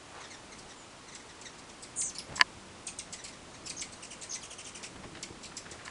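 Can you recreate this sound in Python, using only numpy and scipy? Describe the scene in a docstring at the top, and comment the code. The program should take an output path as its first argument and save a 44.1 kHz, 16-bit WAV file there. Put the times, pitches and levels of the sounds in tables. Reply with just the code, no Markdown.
"""A wooden deck beside a house, heard from a hand-held camera. Small birds chip, buzz, twitter and scold
close by, their gliding whistles echoed by the boards, railings and walls. A puppy pads and scuffs about,
thudding on the boards and rubbing over the grain. Right at the microphone the camera's plastic shell
clicks once loudly and a few times softly. Far traffic and an airy hiss lie under it all."""
import sys
import numpy as np
from scipy import signal
from scipy.fft import rfft, irfft, next_fast_len
from scipy.io import wavfile
from scipy.ndimage import map_coordinates

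SR = 44100
rng = np.random.default_rng(int(sys.argv[2]) if len(sys.argv) > 2 else 0)


def log_audio(samples):
    """Write samples as a 16-bit WAV file to the path given in sys.argv[1]."""
    # one column per channel
    frames = np.atleast_2d(samples).T
    # limit to full scale, then quantise
    limited = np.clip(frames, -1, 1)
    pcm = np.round(limited * 32767).astype(np.int16)
    wavfile.write(sys.argv[1], SR, pcm)


N = 260190
T = np.arange(N) / SR

# Sharp chips from perches around the deck; hidden birds reach the microphone mostly as echo.
# Each row: start in seconds, level in dB, starting pitch in Hz, echo against the direct call in dB.
BIRD_CHIPS = [(.582, -42, 8500, 7), (0.688, -47, 8600, 5), (1.149, -34.5, 8670, -3),
              (1.4125, -39.5, 8360, -3), (1.581, -43.5, 8560, 5), (1.6885, -41, 8250, 13),
              (1.8225, -34.5, 9240, 6), (2.009, -25.5, 9300, -8.5), (2.093, -37.5, 6330, -7),
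              (2.148, -35, 7850, 5), (2.182, -32.5, 5780, -3), (2.355, -29.5, 8720, 7),
              (2.8672, -25, 9380, 1.5), (2.9868, -27, 9050, -3.5), (3.125, -30, 8730, 3.5),
              (3.2387, -31.5, 8570, 4), (3.2768, -40.5, 8000, 6), (3.6604, -31.5, 8500, 5),
              (3.6962, -29.5, 8650, -1), (3.809, -26.5, 8530, 5), (3.922, -39.5, 8800, 5),
              (4.212, -36, 8650, 4), (4.226, -35, 8760, 16), (4.346, -32, 8280, 1), (4.411, -47, 5160, 3),
              (4.644, -41, 8570, 4), (4.8278, -33.5, 8250, 1), (5.2271, -28.5, 8180, -3.5),
              (5.4303, -35.5, 8250, 5), (5.4519, -36, 8450, 0), (5.5673, -32, 8200, 0.5),
              (5.712, -36, 8400, -1), (5.8488, -38, 8650, 4)]

def chips():
    """Contact chips, each with the echo of its own perch."""
    out = np.zeros(N)
    for start, db, top_hz, echo_db in BIRD_CHIPS:
        add(out, start, amp(db) * yard(chip(top_hz), echo_db, wall_db=-15))
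    return out

def chip(top_hz, usual_hz=8160, landing_hz=2101, rasp_db=4.0):
    """A raspy whistle that plunges about two octaves in milliseconds and fades as it levels out."""
    # Starting away from the usual pitch, it falls for longer and loses low end.
    octaves_off = abs(np.log2(top_hz / usual_hz))
    fall_s = 0.0047 + 0.0125 * octaves_off
    low_end_db = max(-1.4 - 41 * octaves_off, -11)
    end_hz = landing_hz * np.exp(0.069 * rng.standard_normal())
    age = ticks(3 * fall_s) / fall_s
    height = np.exp(-age ** 1.69)
    pitch = end_hz + (top_hz - end_hz) * height
    level_db = np.interp(age, [0, 0.22, 0.8, 1.4, 2.2, 3], [-14.5, 0.5, 0.5, -5, -8, -10.5])
    level_db += low_end_db * (1 - height)
    level_db += rasp_db * wobble(1137, len(age))
    return amp(level_db) * voice(pitch, [-1.5, -6.5, -16, -17], rough=0.028)

def buzz(start=1.96, length=0.135, flutter_hz=107.5):
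    """One close whistle fluttering between two sagging pitches, the upper sinking to meet the lower."""
    low_hz, high_hz, sag_hz_per_s = 6640, 9440, 6100
    attack_s, swell_db, fade_db_per_s, release_s = 0.028, 12, 68, 0.0073
    out, t = np.zeros(N), ticks(length)
    span_hz = (high_hz - low_hz) * (1 - (t / length) ** 5)
    pitch = low_hz - sag_hz_per_s * t + span_hz * np.cos(np.pi * flutter_hz * t) ** 2
    level_db = -28.5 + np.minimum(swell_db * (t / attack_s - 1), -fade_db_per_s * (t - attack_s))
    release = np.minimum((length - t) / release_s, 1)
    call = amp(level_db) * release * voice(pitch, [0])
    add(out, start, yard(call, echo_db=-4, t60=0.18))
    return out

# Twitters near the deck. Each row: start in seconds, level of the first note in dB, number of notes.
BIRD_TWITTERS = [(3.766, -38.5, 3), (4.294, -36.5, 4)]

def twitter(note_s=0.0124, every_s=0.0135, growth_db=1.3):
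    """Strings of arched notes, each louder and swooping up from lower down than the one before."""
    out, progress = np.zeros(N), ticks(note_s) / note_s
    for start, db, count in BIRD_TWITTERS:
        for k in range(round(count)):
            start_hz, crest_hz = 5900 * 0.76 ** k, 6600 - 100 * k
            pitch = crest_hz - (crest_hz - start_hz) * (1 - progress / 0.67) ** 2
            call = np.sin(np.pi * progress) ** 0.58 * voice(pitch, [1, -9])
            add(out, start + k * every_s, amp(db + growth_db * k) * yard(call, echo_db=-5))
    return out

# A quick run of high scolds, doubled by the house wall. Each row: start in seconds, starting pitch in Hz.
HIGH_SCOLDS = [(4.023, 3100), (4.105, 3245), (4.426, 3485), (4.503, 3480), (4.580, 3320), (4.661, 3310),
               (4.745, 3190), (4.835, 3130)]
# Hoarse nasal notes from farther off. Each row: start in seconds, level in dB, starting pitch in Hz.
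NASAL_NOTES = [(.201, -51.5, 2224), (0.233, -50.5, 1975), (.301, -49.5, 2227), (.331, -51.5, 1950),
               (.514, -52.5, 2200), (.698, -52.5, 2050), (1.078, -52, 2126), (1.117, -52.5, 2190),
               (1.192, -58, 2110), (1.286, -54.5, 2055), (1.449, -46, 2130), (3.183, -51, 2065),
               (3.322, -55.5, 2080), (3.535, -53.5, 2183)]
# Thin gliding whistles, faint at the microphone. Each row: start in seconds, level in dB,
# length in seconds, starting pitch in Hz, fraction of the pitch lost by the end.
THIN_WHISTLES = [(0.756, -60, .09, 7250, 0.09), (3.645, -46.5, 0.054, 5450, 0.3)]

def scolding():
    """Drooping scolds, nasal notes and whistles, all through an open beak that favours 6 to 9 kHz."""
    out = np.zeros(N)
    for start, pitch_hz in HIGH_SCOLDS:
        call = note(pitch_hz, droop=0.52, length=0.02, overtones_db=[2, -0.5, 2, -2], rough=0.012)
        add(out, start, amp(-45.5) * yard(call, echo_db=-0.5, wall_db=-2.5, deck_db=-20))
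    for start, db, pitch_hz in NASAL_NOTES:
        call = note(pitch_hz, droop=0.228, length=0.028, overtones_db=[0.5, 0, -2, -7.5], rough=0.04)
        add(out, start, amp(db) * yard(call, echo_db=-2.5, deck_db=-22, wall_db=-17, t60=0.18))
    for start, db, length, pitch_hz, droop in THIN_WHISTLES:
        call = note(pitch_hz, droop, length, overtones_db=[0, -7], rough=0.011)
        add(out, start, amp(db) * yard(call, echo_db=-4))
    return coloured(out, [(2000, 1.5), (4500, 0), (6500, 5), (8500, 2.5), (10500, -5.5)])

def note(pitch_hz, droop, length, overtones_db, rough):
    """A reedy note whose pitch sags faster and faster."""
    progress = ticks(length) / length
    pitch = pitch_hz * (1 - droop * (progress + 2 * progress ** 3) / 3)
    return np.sin(np.pi * progress) ** 0.75 * voice(pitch, overtones_db, rough)

def voice(pitch, overtones_db, rough=0.013):
    """A bird's tone on a slightly trembling pitch; overtones beyond hearing are dropped."""
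    tremble = 1 + rough * wobble(893, len(pitch))
    phase = 2 * np.pi * np.cumsum(pitch * tremble) / SR
    return sum(amp(db) * np.sin(k * phase) * (k * pitch < SR / 2) for k, db in enumerate(overtones_db, 1))

def yard(call, echo_db, t60=0.21, deck_db=-1, wall_db=-6, wall_s=0.02):
    """A call with its bounces off deck and wall and the scatter from railings, new for each perch."""
    t = ticks(0.3)
    build_up = 1 - np.exp(-(t / 0.0022) ** 2)
    scatter = rng.standard_normal(len(t)) * amp(-60 * t / t60) * build_up
    path = scatter / np.linalg.norm(scatter)
    deck_delays = (rng.uniform(0.003, 0.012, size=5) * SR).astype(int)
    path[deck_delays] += amp(deck_db) / np.sqrt(5)
    path[int(wall_s * SR)] += amp(wall_db)
    path *= amp(echo_db)
    path[0] = 1  # the direct sound
    return signal.fftconvolve(call, path / np.linalg.norm(path))

# Contacts on the camera body, right at the microphone.
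# Each row: start in seconds, peak level in dB, brightness in Hz.
SHELL_CLICKS = [(2.3788, -31, 1000), (2.3968, -18.5, 2200), (2.4086, -21, 1900), (2.4118, -0.5, 11900),
                (2.4188, -13, 2040), (5.879, -26.5, 4500)]
# Modes of the plastic shell. Each row: frequency in Hz, width in Hz, level in dB.
SHELL_MODES = [(300, 550, -31), (700, 72, -19), (1023, 62, -3), (1745, 107, 0.5), (2150, 193, -5),
               (2930, 260, -7.5), (4000, 100, -16.5), (4400, 220, -7.5), (4895, 380, -8.5),
               (6200, 330, -18.5), (7750, 780, -23), (9460, 600, -25.5)]

def camera():
    """Each contact rings the plastic shell with a short, dry click."""
    out = np.zeros(N)
    for start, db, bright_hz in SHELL_CLICKS:
        add(out, start, amp(db) * struck(SHELL_MODES, bright_hz))
    return out

# Modes of the deck boards. Each row: frequency in Hz, width in Hz, level in dB.
BOARD_MODES = [(112, 88, -4), (197, 70, -5), (337, 65, -3.5), (577, 140, -17)]
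# Soft paw falls on the deck. Each row: start in seconds, peak level in dB.
PAW_FALLS = [(2.299, -50), (2.336, -51), (5.052, -41), (5.158, -43), (5.306, -37), (5.663, -53),
             (5.717, -39)]
# The puppy shifts its weight. Each row: start in seconds, length in seconds, level in dB, brightness in Hz.
WEIGHT_SHIFTS = [(2.26, 0.13, -50, 140), (2.53, 0.1, -58, 200), (5.03, .17, -56, 350),
                 (5.65, 0.077, -51, 350)]
# Claws tapping the wood. Each row: start in seconds, peak level in dB.
CLAW_TAPS = [(3.077, -48), (5.035, -44), (5.151, -38), (5.1704, -40)]
# The tone of one tap. Each row: frequency in Hz, level in dB.
CLAW_SPECTRUM = [(300, -32), (900, -17), (1800, 4), (4000, -3), (7000, -19), (11000, -31)]
# Paws and dry twigs dragged over the deck.
# Each row: start in seconds, length in seconds, level in dB, centre pitch in Hz.
DECK_SCUFFS = [(.07, 0.24, -48.5, 1000), (2.24, 0.18, -48.5, 610), (4.77, 0.11, -55, 1030),
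               (4.948, 0.029, -47.5, 1100), (5.029, .036, -45.5, 800), (5.10, 0.2, -55.5, 1390),
               (5.51, 0.024, -50, 1400), (5.65, 0.026, -46, 1500), (5.684, 0.033, -49, 1810),
               (5.68, .13, -53, 550), (5.77, 0.073, -50, 1730), (5.825, 0.098, -50, 1470)]

def puppy(claw_t60=0.076, scuff_width_hz=680):
    """Pads thud on the boards, its weight makes them rumble, claws tick, and paws drag over the grain."""
    out, t = np.zeros(N), ticks(0.05)
    for start, db in PAW_FALLS:
        add(out, start, amp(db) * struck(BOARD_MODES, bright_hz=900))
    for start, length, db, bright_hz in WEIGHT_SHIFTS:
        add(out, start, amp(db) * rubbed(length, body(BOARD_MODES, bright_hz)))
    for start, db in CLAW_TAPS:
        tap = coloured(rng.standard_normal(len(t)), CLAW_SPECTRUM) * amp(-60 * t / claw_t60)
        add(out, start, amp(db) * tap / np.abs(tap).max())
    for start, length, db, pitch_hz in DECK_SCUFFS:
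        grain = body([(pitch_hz, scuff_width_hz, 0)], bright_hz=9000)
        add(out, start, amp(db) * rubbed(length, grain))
    return out

def struck(modes, bright_hz):
    """A body's ring after one blow, peak 1."""
    ring = filtered(signal.unit_impulse(SR // 8), body(modes, bright_hz))
    return ring / np.abs(ring).max()

def rubbed(length, response, catches_per_s=2500):
    """A swelling and fading run of tiny catches through a resonance."""
    n = int(length * SR)
    catches = rng.standard_normal(n) * (rng.random(n) < catches_per_s / SR)
    return unit(filtered(catches, response)) * np.hanning(n)

def body(modes, bright_hz):
    """The response of modes of alternating sign; a soft contact leaves the high ones still."""
    def response(hz):
        ring = sum((-1) ** k * amp(db) * 1j * hz * width / (centre ** 2 - hz ** 2 + 1j * hz * width)
                   for k, (centre, width, db) in enumerate(modes))
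        return ring / (1 + 1j * hz / bright_hz) ** 3
    return response

# One engine far from the house, easing off and picking up.
# Each row: time in seconds, pitch in Hz, level in dB.
FAR_ENGINE = [(1.8, 175, -79), (2.1, 181, -64), (2.56, 202, -59), (3.05, 175, -63.5), (3.8, 176, -61.5),
              (4.4, 176, -81), (4.85, 182, -60), (5.2, 199, -60), (5.6, 204, -71)]

def engine():
    """The faint wavering drone of a far vehicle."""
    pitch, level_db = curves(FAR_ENGINE)
    waver = 1 + 0.0118 * wobble(14, N)
    phase = 2 * np.pi * np.cumsum(pitch * waver) / SR
    return amp(level_db + 2.6 * wobble(9, N)) * np.sin(phase)

# Far traffic as it reaches the deck. Each row: time in seconds, level in dB.
TRAFFIC_LEVEL = [(0, -57.5), (1.02, -57), (2.07, -56.5), (2.25, -54), (2.9, -56), (3.8, -55), (4.6, -57.5),
                 (5.09, -52.5), (5.9, -55.3)]
# The tone of the traffic at that distance. 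Each row: frequency in Hz, level in dB.
TRAFFIC_SPECTRUM = [(12, -38), (20, -6), (48, -2.5), (70, -3), (97, 0.5), (162, -2.5), (241, 0),
                    (316, -1.5), (344, 0), (386, -4), (458, -8.5), (600, -12), (780, -25), (1320, -120)]

def traffic():
    """Distant traffic merges into a low, slowly swelling rumble."""
    level_db, = curves(TRAFFIC_LEVEL)
    return amp(level_db + 0.79 * wobble(5, N)) * unit(coloured(rng.standard_normal(N), TRAFFIC_SPECTRUM))

# The open air around the microphone. Each row: frequency in Hz, level in dB.
AIR_SPECTRUM = [(260, -15), (450, -2.5), (1150, -3), (1590, -7), (2690, -9), (3120, -9.5), (3380, -10.5),
                (4890, -12), (6550, -13), (7580, -13.5), (10700, -18.5), (13900, -48), (22000, -120)]

def air(level_db=-52):
    """A broad, almost even hiss."""
    return amp(level_db + 0.24 * wobble(2.97, N)) * unit(coloured(rng.standard_normal(N), AIR_SPECTRUM))

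def amp(db):
    """Decibels to gain."""
    return 10 ** (np.asarray(db) / 20)

def unit(x):
    """Scale to rms 1."""
    return x / np.sqrt(np.mean(x ** 2) + 1e-20)

def ticks(seconds):
    """A time axis in seconds."""
    return np.arange(int(seconds * SR)) / SR

def curves(rows):
    """One value per sample for each column after the time."""
    times, *columns = np.transpose(rows)
    return [np.interp(T, times, column) for column in columns]

def wobble(rate, size):
    """A smooth random curve with rate knots a second."""
    knots = rng.standard_normal(int(size * rate / SR) + 4)
    return map_coordinates(knots, [np.arange(size) * rate / SR])

def filtered(x, response):
    """x through a complex response of frequency."""
    n = x.shape[-1]
    padded = next_fast_len(n + 8192)
    return irfft(rfft(x, padded) * response(np.fft.rfftfreq(padded, 1 / SR)), padded)[..., :n]

def coloured(x, points):
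    """x through a smooth (Hz, dB) spectrum."""
    points_hz, db = np.transpose(points)
    return filtered(x, lambda hz: amp(np.interp(np.log(hz + 1), np.log(points_hz), db)))

def add(track, start, sound):
    """Mix a sound into the track at start seconds."""
    part = track[max(round(start * SR), 0):][:len(sound)]
    part += sound[:len(part)]

def scene():
    """Nearly mono; only the shell's clicks lean a little to the right."""
    outdoors = chips() + scolding() + buzz() + twitter() + puppy() + engine() + traffic() + air()
    return outdoors + camera() * amp([[-0.5], [0.5]])

def record(dry, ceiling=0.96, top_hz=10700):
    """The microphone dulls the very top; the camera rounds off the loudest peak and limits the band."""
    heard = coloured(dry, [(9300, 0.15), (10700, -3.4)])
    rounded = heard / (1 + np.abs(heard / ceiling) ** 12) ** (1 / 12)
    return filtered(rounded, lambda hz: hz < top_hz)

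dry = scene()
out = record(dry)
log_audio(out)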